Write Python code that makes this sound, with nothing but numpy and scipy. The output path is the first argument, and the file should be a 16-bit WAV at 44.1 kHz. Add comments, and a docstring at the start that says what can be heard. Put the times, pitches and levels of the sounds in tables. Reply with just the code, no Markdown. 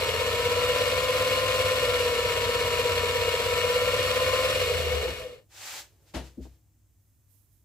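"""Small lathe on a wooden bench

The belt throbs once a lap, the bearings rattle in the casting and the motor whines and shakes
the bench. Switched off, the lathe coasts to rest and the sticking belt groans. As it stops, a hand
slides over the wood and a few dull knocks set the bench booming in the quiet workshop."""
import sys
import numpy as np
from scipy import signal
from scipy.fft import rfft, irfft, next_fast_len
from scipy.io import wavfile

SR = 44100
rng = np.random.default_rng(int(sys.argv[2]) if len(sys.argv) > 2 else 0)


def bounce(signal):
    """Save signal as a 16-bit WAV file at the path given by the first command-line argument."""
    frames = np.transpose(np.atleast_2d(signal))
    limited = np.clip(frames, -1, 1)
    pcm = np.round(limited * 32767).astype(np.int16)
    wavfile.write(sys.argv[1], SR, pcm)


N = 336924
TIME = np.arange(N) / SR
FREQ = np.maximum(np.arange(N // 2 + 1) * SR / N, 1)
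POWER_OFF_S, USUAL_SPEED_HZ = 4.55, 92   # speeds are motor turns per second
LAPS_PER_TURN, START_LAP = .18751, .585   # mean belt ratio; share of a lap already run

# Motor under power, sagging and recovering once: time_s, speed_hz
MOTOR_SPEED = [(0.0, 84.21), (0.75, 91.63), (1.15, 93.85), (1.51, 94.61), (1.77, 93.17), (2.16, 88.41),
               (2.53, 88.13), (2.97, 88.68), (3.34, 87.42), (4.06, 92.72), (4.55, 95.34)]
# Belt pace, gaining and losing a little on the motor: time_s, lap_rate_hz
BELT_RATE = [(0.0, 15.6776), (0.75, 17.2501), (1.15, 17.6821), (1.51, 17.8293), (1.77, 17.5377),
             (2.16, 16.4531), (2.53, 16.4681), (2.97, 16.5888), (3.34, 16.2724), (4.06, 17.4813),
             (4.55, 17.9594)]
# Tones of the drumming belt: lap_harmonic, relative_db
DRUM_TONES = [(23, -14.5), (26, -11.5), (27, -21.5), (28, -4), (29, 3.5), (30, -14), (31, -4.5), (32, -12),
              (33, 0.5), (35, -9.5), (37, -4), (38, -11.5), (39, -12)]
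# Resonances of the headstock and belt guard: pitch_hz, width_hz, gain_db
GUARD_MODES = [(431, 20, -11), (492.4, 22, -5.5), (511.5, 16, -10), (568.6, 17, -11), (594.3, 22, -11.5),
               (618, 9.1, -18), (673, 30, -21)]
# Tone colour of the belt rubbing on the pulley: frequency_hz, gain_db
RUB_EQ = [(200, -17.5), (340, -14.5), (420, -2), (500, 3.5), (600, -5.5), (720, -8.5), (850, -8),
          (1200, -16.5)]
# Groans of the sticking belt: start_s, length_s, t60_s, pitch_hz, glide_hz_per_s, level_db
BELT_GROANS = [(5.19, 0.033, 0.3, 660, -600, -45.5), (5.237, .035, 0.13, 505, -200, -34.5),
               (5.293, 0.023, 0.21, 490.6, -58.5, -43), (5.385, 0.023, .07, 486, -58.5, -56)]
# Tone colour of the bearing rattle: frequency_hz, gain_db
RATTLE_EQ = [(35, -15.5), (60, -7.5), (100, 6.5), (190, -14), (400, -7), (640, 5.5), (840, -8), (1150, -2),
             (1600, -1), (3000, 0), (4600, -6), (6500, -10), (9000, -13.5), (15500, -15.5)]
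# Ring of the metal casting: pitch_hz, width_hz, boost_db
CASTING_MODES = [(235, 10, 4.8), (1016, 130, 9), (1190, 76, 6.8), (1324, 80, 5.3), (1498, 20, 4.6),
                 (1817, 90, 9), (2206.5, 110, 12.4), (2455, 70, 10), (2570, 60, 5.4), (2850, 150, 11),
                 (3270, 77, 8.8), (3406, 46, 9), (3690, 80, 11), (4065, 120, 6.7), (4284, 94, 11),
                 (4456, 100, 4.9), (4854, 90, 10), (5624, 110, 10), (7140, 130, 10), (7580, 110, 5.2),
                 (7770, 150, 9), (8090, 250, 8.2), (10220, 450, 4.9), (11600, 400, 3.3), (12870, 450, 6)]
# Thin bearing whistles, set against the rattle: speed_multiple, resonance_hz, width_hz, relative_db
BEARING_WHISTLES = [(82.3, 7180, 320, -20.5), (108.5, 10300, 780, -25)]
# Loose metal in the headstock, last heard as it slows: start_s, relative_db
METAL_CLICKS = [(0.0914, -15), (1.0874, -19), (2.3655, -17.5), (2.797, -18.5), (5.0819, -24)]
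# Tone colour of metal on metal: frequency_hz, gain_db
CLICK_EQ = [(400, -21.5), (1200, -6), (2200, -2), (2850, 4.5), (4500, -8), (8000, -14.5), (15000, -20.5)]
# Partials of the magnetic whine: speed_multiple, base_level_db
WHINE_TONES = [(5, -43.5), (8, -58.5), (10, -58), (11, -41.5), (12, -47), (13, -50), (14, -58.5),
               (15, -47.5), (16, -55), (17, -56), (20, -47), (26, -51)]
# Resonances of the motor housing: pitch_hz, width_hz, boost_db
HOUSING_MODES = [(978, 18, 3), (1038, 24, 4.5), (1140, 30, -0.5), (1207, 30, 1.5), (1359, 60, 5)]
# Vibration of the rotating parts: speed_multiple, base_level_db
SHAKE_TONES = [(.686, -48.5), (1, -41), (1.125, -48.5), (1.371, -64), (1.5, -53.5), (2, -68), (2.812, -54),
               (3, -63)]
# How readily the bench passes that vibration on: frequency_hz, gain_db
BENCH_EQ = [(20, -32), (45, -7.5), (58, 2), (66, 0), (73, 12), (80, 5), (88, -2), (300, -1.5)]
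# Dull rumble of the bench under the machine: frequency_hz, gain_db
RUMBLE_EQ = [(40, -18.5), (56, -2), (110, -2.5), (160, -10), (250, -15.5), (350, -11.5), (480, -28.5),
             (1500, -60.5)]
# Where each band of the lathe sits in stereo: frequency_hz, left_minus_right_db
LATHE_PAN = [(60, 3), (250, 2), (500, 1), (1000, 5.5), (1900, 3), (2800, 1.5), (4200, -1), (5700, 2.5),
             (7400, 3.5), (8800, -1.5), (10200, -4.5), (11300, -6.5), (13000, -2), (15000, -2)]
# Phase offset between the lathe's two sides: frequency_hz, left_lead_rad
LATHE_PHASE = [(90, -0.42), (260, 0.17), (440, 0.23), (500, 0.32), (590, 0.82), (700, 0.4), (1016, 0.44),
               (1190, 1.2), (1324, -0.65), (1500, 1), (1822, 1.23), (2030, 1), (2207, 0.94), (2450, 1.0),
               (2600, 1.5), (2840, 1.08), (3270, 3.5), (3393, 3.5), (3698, 2), (4110, 0.3), (4288, -0.6),
               (4870, 0.4), (5640, 0.86), (7155, 1.5), (7750, -1.8), (8090, -2.2), (10220, -1.5),
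               (12870, -5)]
# Hand on wood, a faint touch, a long slide and three brushes: start_s, length_s, level_db
HAND_STROKES = [(5.25, 1.32, -78), (5.488, 0.31, -41), (6.051, 0.05, -65), (6.216, 0.061, -59),
                (6.402, 0.046, -61.5)]
# Tone colour of skin on wood: frequency_hz, gain_db
SLIDE_EQ = [(120, -56), (200, -18), (339, -14.5), (479, -14), (564, -4), (677, -13), (769, -2), (1050, -8),
            (1740, -4), (4580, -5), (7760, -5), (9140, -13), (15500, -14.5)]
# Faint rustles as the hand withdraws: start_s, length_s, level_db
HAND_RUSTLES = [(6.802, 0.73, -82.5), (7.28, .09, -73), (7.51, .06, -80)]
# Airy tone colour of the rustles: frequency_hz, gain_db
RUSTLE_EQ = [(400, -13), (1500, -15), (5000, -6), (9000, 0), (13000, 6), (15500, 1)]
# Knocks on the bench: start_s, contact_s, clatter_t60_s, clatter_db, lowpass_hz, boom_db, boom_lag_s
BENCH_KNOCKS = [(5.074, 0.0091, .2, -38, 3220, -45, .012), (6.136, 0.026, 0.29, -33.5, 14000, -30, .016),
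                (6.372, 0.02, 0.14, -39.5, 350, -35, 0.026), (6.452, 0.003, 0.11, -45.5, 1000, -66, 0.0082)]
# Tone colour of a knock's clatter: frequency_hz, gain_db
CLATTER_EQ = [(60, -4), (190, -1), (340, 2), (520, -2.5), (700, -3.5), (920, -11), (1300, -12.5),
              (3500, -14), (6000, -20), (15000, -32)]
# Hollow resonances of the bench: pitch_hz, width_hz, boost_db
HOLLOW_MODES = [(251, 18, 2), (343, 32, 2), (496, 47, 2.5), (920, 87, 8.5)]
# Boom of the struck bench: pitch_hz, relative_db, t60_s
BOOM_MODES = [(64.6, 0, 0.43), (133.4, -16.5, 0.62), (168, -16, 0.37), (258, -5, 0.2), (318, -32.5, 1.2),
              (356, -15, 0.18), (620, -23, 0.23)]
# Tone colour of the arm shifting on the bench: frequency_hz, gain_db
SHUFFLE_EQ = [(100, -8), (150, 1), (220, -20), (330, 1), (480, -3.5), (700, -8), (1500, -21)]
# Room tone of the workshop: frequency_hz, gain_db
ROOM_EQ = [(30, -15.5), (60, 3.5), (80, -3), (100, 3.5), (120, -8), (140, -7), (165, -16.5), (300, -17.5),
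           (400, -26), (1000, -32.5), (4500, -38), (6000, -32), (7500, -29), (10000, -35), (15500, -29.5)]
# How alike left and right sound in the room: frequency_hz, correlation
STEREO_LIKENESS = [(60, 0.85), (300, 0.85), (640, 0.72), (1000, 0.67), (1400, 0.66), (2400, 0.58),
                   (3400, 0.51), (4400, 0.67), (5600, 0.23), (8000, 0.19), (15000, .3)]


def scene():
    """The lathe up front, then hand, arm and knocks on the bench, over room tone."""
    return lathe() + hand() + knocks() + arm_shuffle() + workshop()


def lathe(bearing_db=-29.5, rumble_db=-45):
    """All running parts follow one shaft and grow louder with its speed; each band has its own pan."""
    speed = motor_speed()
    turns = np.cumsum(speed) / SR
    pace = speed / USUAL_SPEED_HZ
    rattle = from_db(bearing_db) * pace ** 1.9 * (bearings(turns) + whistles(turns, speed))
    rumble = from_db(rumble_db) * pace * colour(noise(), RUMBLE_EQ)
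    sound = belt(speed) + belt_groans() + rattle + clicks() + rumble
    sound = sound + pace ** 1.5 * motor_whine(turns, speed) + shake(turns, speed)
    right_lag = np.exp(-1j * at_hz(LATHE_PHASE, FREQ) * [[0], [1]])
    placed = pan(rfft(sound) * right_lag, at_hz(LATHE_PAN, FREQ))
    return (speed > 0) * irfft(placed, N)


def motor_speed(coast_hz_per_s=56, grip_hz_per_s=162, grip_s=5.055):
    """Turns per second: driven, then coasting, then gripped by friction until the shaft stands."""
    braking = np.where(TIME < grip_s, coast_hz_per_s, grip_hz_per_s) * (TIME > POWER_OFF_S)
    return np.maximum(over_time(MOTOR_SPEED) - np.cumsum(braking) / SR, 0)


def belt(speed, settle_s=5.05, settle_fade_s=.09, settle_db=-5):
    """The belt drums and rubs over the pulley, then stops flapping and goes quieter as it runs down."""
    pace = speed / USUAL_SPEED_HZ
    coasted_s = np.maximum(TIME - POWER_OFF_S, 0)
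    lap_hz = over_time(BELT_RATE) * speed / over_time(MOTOR_SPEED)
    lap_phase = 2 * np.pi * (np.cumsum(lap_hz) / SR + START_LAP)
    drumming = pace ** .81 * belt_drum(lap_phase, coasted_s)
    rubbing = pace ** 1.3 * belt_rub(lap_phase, coasted_s)
    settled = np.clip((TIME - settle_s) / settle_fade_s, 0, 1)
    return (drumming + rubbing) * from_db(settle_db * settled)


def belt_drum(lap_phase, coasted_s, level_db=-28.5, throb=.14, fade_s=.34, slip_rad=.15, main_tone=29):
    """Lap harmonics drum on the guard, throb once a lap and fade when the power goes."""
    slip = slip_rad * drift(2.9)
    tones = 0
    for harmonic, db in DRUM_TONES:
        # The belt flexes: the outer tones wander most in phase, which rounds each throb.
        flex = min(.08 * (harmonic - main_tone) ** 2, np.pi) * drift(.5)
        tones = tones + from_db(db) * np.cos(harmonic * lap_phase + slip + flex)
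    drumming = belt_guard(tones) * (1 + throb * np.cos(lap_phase))
    drumming = drumming / drumming[TIME < POWER_OFF_S].std()
    return from_db(level_db) * np.exp(-coasted_s / fade_s) * drumming


def belt_rub(lap_phase, coasted_s, level_db=-37.5, slack_boost_db=10, throb=.3, slacken_s=.29):
    """Friction on the pulley pulses once a lap, turning louder and smoother as the belt slackens."""
    tension = np.exp(-coasted_s / slacken_s)
    gain = from_db(level_db + slack_boost_db * (1 - tension ** 2))
    friction = colour(belt_guard(noise()), RUB_EQ)
    return gain * friction * (1 + throb * tension * np.cos(lap_phase))


def belt_guard(x):
    """The headstock and belt guard ring as a bank of parallel resonators."""
    response = sum(from_db(db) / (1 + 2j * (FREQ - hz) / width) for hz, width, db in GUARD_MODES)
    return irfft(rfft(x) * response, N)


def belt_groans(waver_rad=.4):
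    """Just before it stops, the sticking belt sings in short, sagging bursts."""
    out = 0
    for start, length, t60, hz, glide, db in BELT_GROANS:
        phase = 2 * np.pi * np.cumsum(hz + glide * (TIME - start)) / SR
        envelope = from_db(db) * swell(start, length, rise_share=.75, t60_s=t60)
        out = out + envelope * np.sin(phase + waver_rad * drift(20))
    return np.sqrt(2) * out


def bearings(turns, ticks_per_s=700, tick_mix=.62, tick_spread_db=2):
    """Rolling hiss and unequal ticks, pulsing with the shaft and the belt's pull, ring the casting."""
    sizes = from_db(tick_spread_db * np.minimum(rng.exponential(1, N), 3))
    ticks = sizes * (rng.random(N) < ticks_per_s / SR) * rng.choice([-1, 1], (2, N))
    rolling = rng.standard_normal((2, N)) + tick_mix * ticks / ticks.std()
    angle = 2 * np.pi * turns
    shaft_pulse = .04 * np.cos(angle) + .065 * np.cos(4 * angle)
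    belt_pulse = .07 * np.cos(LAPS_PER_TURN * angle + 2 * np.pi * START_LAP)
    rattle = rolling * (1 + shaft_pulse + belt_pulse) * chatter()
    return colour(spread(rattle), RATTLE_EQ, CASTING_MODES)


def chatter(jolts_per_s=110, t60_s=.049, strength=.61):
    """Play in the bearings: each random jolt kicks the rattle's level up and dies away."""
    jolts = rng.random(N) < jolts_per_s / SR
    energy_decay = from_db(-60 / (t60_s * SR)) ** 2
    energy = signal.lfilter([1], [1, -energy_decay], jolts + 1e-18)
    return np.sqrt(1 + strength * energy)


def whistles(turns, speed, blur_rad=3.5):
    """Each bearing whistle swells when the speed carries it onto a resonance."""
    out = 0
    for multiple, hz, width, db in BEARING_WHISTLES:
        gain = from_db(db) / (1 + (2 * (multiple * speed - hz) / width) ** 2)
        out = out + gain * np.sin(2 * np.pi * multiple * turns + blur_rad * drift(40))
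    return np.sqrt(2) * out


def clicks(level_db=-11.5, contact_s=.001, rise_share=.5, t60_s=.025):
    """Brief metal-on-metal contacts ring the casting."""
    envelope = sum(from_db(level_db + db) * swell(start, contact_s, rise_share, t60_s)
                   for start, db in METAL_CLICKS)
    return envelope * colour(noise(), CLICK_EQ, CASTING_MODES)


def motor_whine(turns, speed, waver_db=1.6, belt_pull_rad=.5, cut_s=4.525, fade_s=.02):
    """Magnetic tones ride the speed, swell on the housing's resonances and die with the current."""
    tug = belt_pull_rad * np.sin(2 * np.pi * LAPS_PER_TURN * turns)
    tones = 0
    for multiple, db in WHINE_TONES:
        gain = from_db(db + boost_db(HOUSING_MODES, multiple * speed) + waver_db * drift(15))
        tones = tones + gain * np.sin(2 * np.pi * multiple * turns + tug + rng.uniform(0, 2 * np.pi))
    current = np.clip(1 - (TIME - cut_s) / fade_s, 0, 1)
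    return np.sqrt(2) * tones * current


def shake(turns, speed, waver_db=1.5, wander_rad=.45):
    """Unbalance shakes the bench, which booms as the slowing motor passes its resonance."""
    out = 0
    for multiple, db in SHAKE_TONES:
        gain = from_db(db + at_hz(BENCH_EQ, multiple * speed) + waver_db * drift(4.9))
        out = out + gain * np.sin(2 * np.pi * multiple * turns + wander_rad * drift(1.7))
    return np.sqrt(2) * out * speed / speed.max()


def hand(grain_db=.4, rustle_pan_db=-14):
    """Skin slides on wood with a fine grain; light rustling follows on the right."""
    strokes = sum(from_db(db) * swell(start, length, rise_share=.63, t60_s=.2, curve=1.23)
                  for start, length, db in HAND_STROKES)
    rustles = sum(from_db(db) * swell(start, length, rise_share=.34, t60_s=.55)
                  for start, length, db in HAND_RUSTLES)
    slide = strokes * from_db(grain_db * drift(60)) * colour(noise(), SLIDE_EQ)
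    return slide + pan(rustles * colour(noise(), RUSTLE_EQ), rustle_pan_db)


def knocks(boom_rise_s=.0043, pan_db=3.5):
    """Each knock clatters on contact, then the heavy bench swings and rings out."""
    clatter = colour(noise(), CLATTER_EQ, HOLLOW_MODES)
    out = 0
    for start, contact_s, clatter_t60, clatter_db, lowpass_hz, boom_db, boom_lag_s in BENCH_KNOCKS:
        envelope = swell(start, contact_s, rise_share=.5, t60_s=clatter_t60)
        lowpass = signal.butter(4, lowpass_hz, fs=SR, output="sos")
        out = out + from_db(clatter_db) * envelope * rms_one(signal.sosfilt(lowpass, clatter))
        age = np.maximum(TIME - start - boom_lag_s, 0)
        attack = np.minimum(age / boom_rise_s, 1)
        for hz, db, t60 in BOOM_MODES:
            out = out + from_db(boom_db + db - 60 * age / t60) * attack * np.sin(2 * np.pi * hz * age)
    return pan(out, pan_db)


def arm_shuffle(level_db=-71.5, waver_db=2.5):
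    """The arm shifts on the bench with a faint, dull rub."""
    envelope = swell(start_s=5.3, length_s=1.22, rise_share=.13, t60_s=.8)
    return envelope * from_db(level_db + waver_db * drift(8)) * colour(noise(), SHUFFLE_EQ)


def workshop(room_db=-65, hum_db=-68.5, mains_hz=100):
    """A bed of low room tone and faint mains hum."""
    hum = from_db(hum_db) * np.sqrt(2) * np.sin(2 * np.pi * mains_hz * TIME)
    return from_db(room_db) * colour(noise(), ROOM_EQ) + hum


def swell(start_s, length_s, rise_share, t60_s, curve=1):
    """Envelope: rise over a share of the length, hold to its end, then die away."""
    age = np.maximum(TIME - start_s, 0)
    attack = np.minimum(age / (rise_share * length_s), 1) ** curve
    return attack * from_db(-60 * np.maximum(age - length_s, 0) / t60_s)


def drift(rate_hz, step=20):
    """Smooth random modulation with rms 1, rolling off above the given rate."""
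    count = next_fast_len(N // step + 2, real=True)
    hz = np.arange(count // 2 + 1) * SR / step / count
    slow = irfft(rfft(rng.standard_normal(count)) / (1 + (hz / rate_hz) ** 2), count)
    return rms_one(np.interp(np.arange(N) / step, np.arange(count), slow))


def colour(x, eq, modes=()):
    """Apply a broad EQ with resonances that ring after each impulse (minimum phase); rms 1."""
    gain = from_db(at_hz(eq, FREQ) + boost_db(modes, FREQ))
    cepstrum = irfft(np.log(gain), N)
    response = np.exp(rfft(2 * cepstrum * (np.arange(N) < N // 2)))
    return rms_one(irfft(rfft(x) * response, N))


def boost_db(modes, hz):
    """Decibels that a body's resonances add at a frequency."""
    return sum(db / (1 + (2 * (hz - centre) / width) ** 2) for centre, width, db in modes)


def noise():
    """White noise with the room's stereo width."""
    return spread(rng.standard_normal((2, N)))


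def spread(pair):
    """Turn two unrelated signals into left and right, alike in the bass and diffuse in the treble."""
    mid, side = rfft(pair)
    alike = at_hz(STEREO_LIKENESS, FREQ)
    return irfft(np.sqrt(1 + alike) * mid + np.sqrt(1 - alike) * side * [[1], [-1]], N)


def pan(x, db):
    """Place a sound by its left minus right level."""
    return x * from_db(np.array([[.5], [-.5]]) * db)


def at_hz(points, hz):
    """Read a curve on a log-frequency axis."""
    frequencies, values = np.transpose(points)
    return np.interp(np.log(np.maximum(hz, 1)), np.log(frequencies), values)


def over_time(points):
    """Read an automation curve at every sample."""
    return np.interp(TIME, *np.transpose(points))


def rms_one(x):
    """Scale so that the mono mix has rms 1."""
    return x / np.sqrt(np.mean(np.atleast_2d(x).mean(axis=0) ** 2) + 1e-20)


def from_db(db):
    """Decibels to gain."""
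    return 10 ** (np.asarray(db) / 20)


def record(dry, low_cut_hz=43, high_cut_hz=15550):
    """The microphone drops the deep bass; the top is cut steeply."""
    low_cut = signal.butter(4, low_cut_hz, "high", fs=SR, output="sos")
    high_cut = signal.ellip(12, .2, 80, high_cut_hz, fs=SR, output="sos")
    return signal.sosfilt(high_cut, signal.sosfilt(low_cut, dry))


dry = scene()
out = record(dry)
bounce(out)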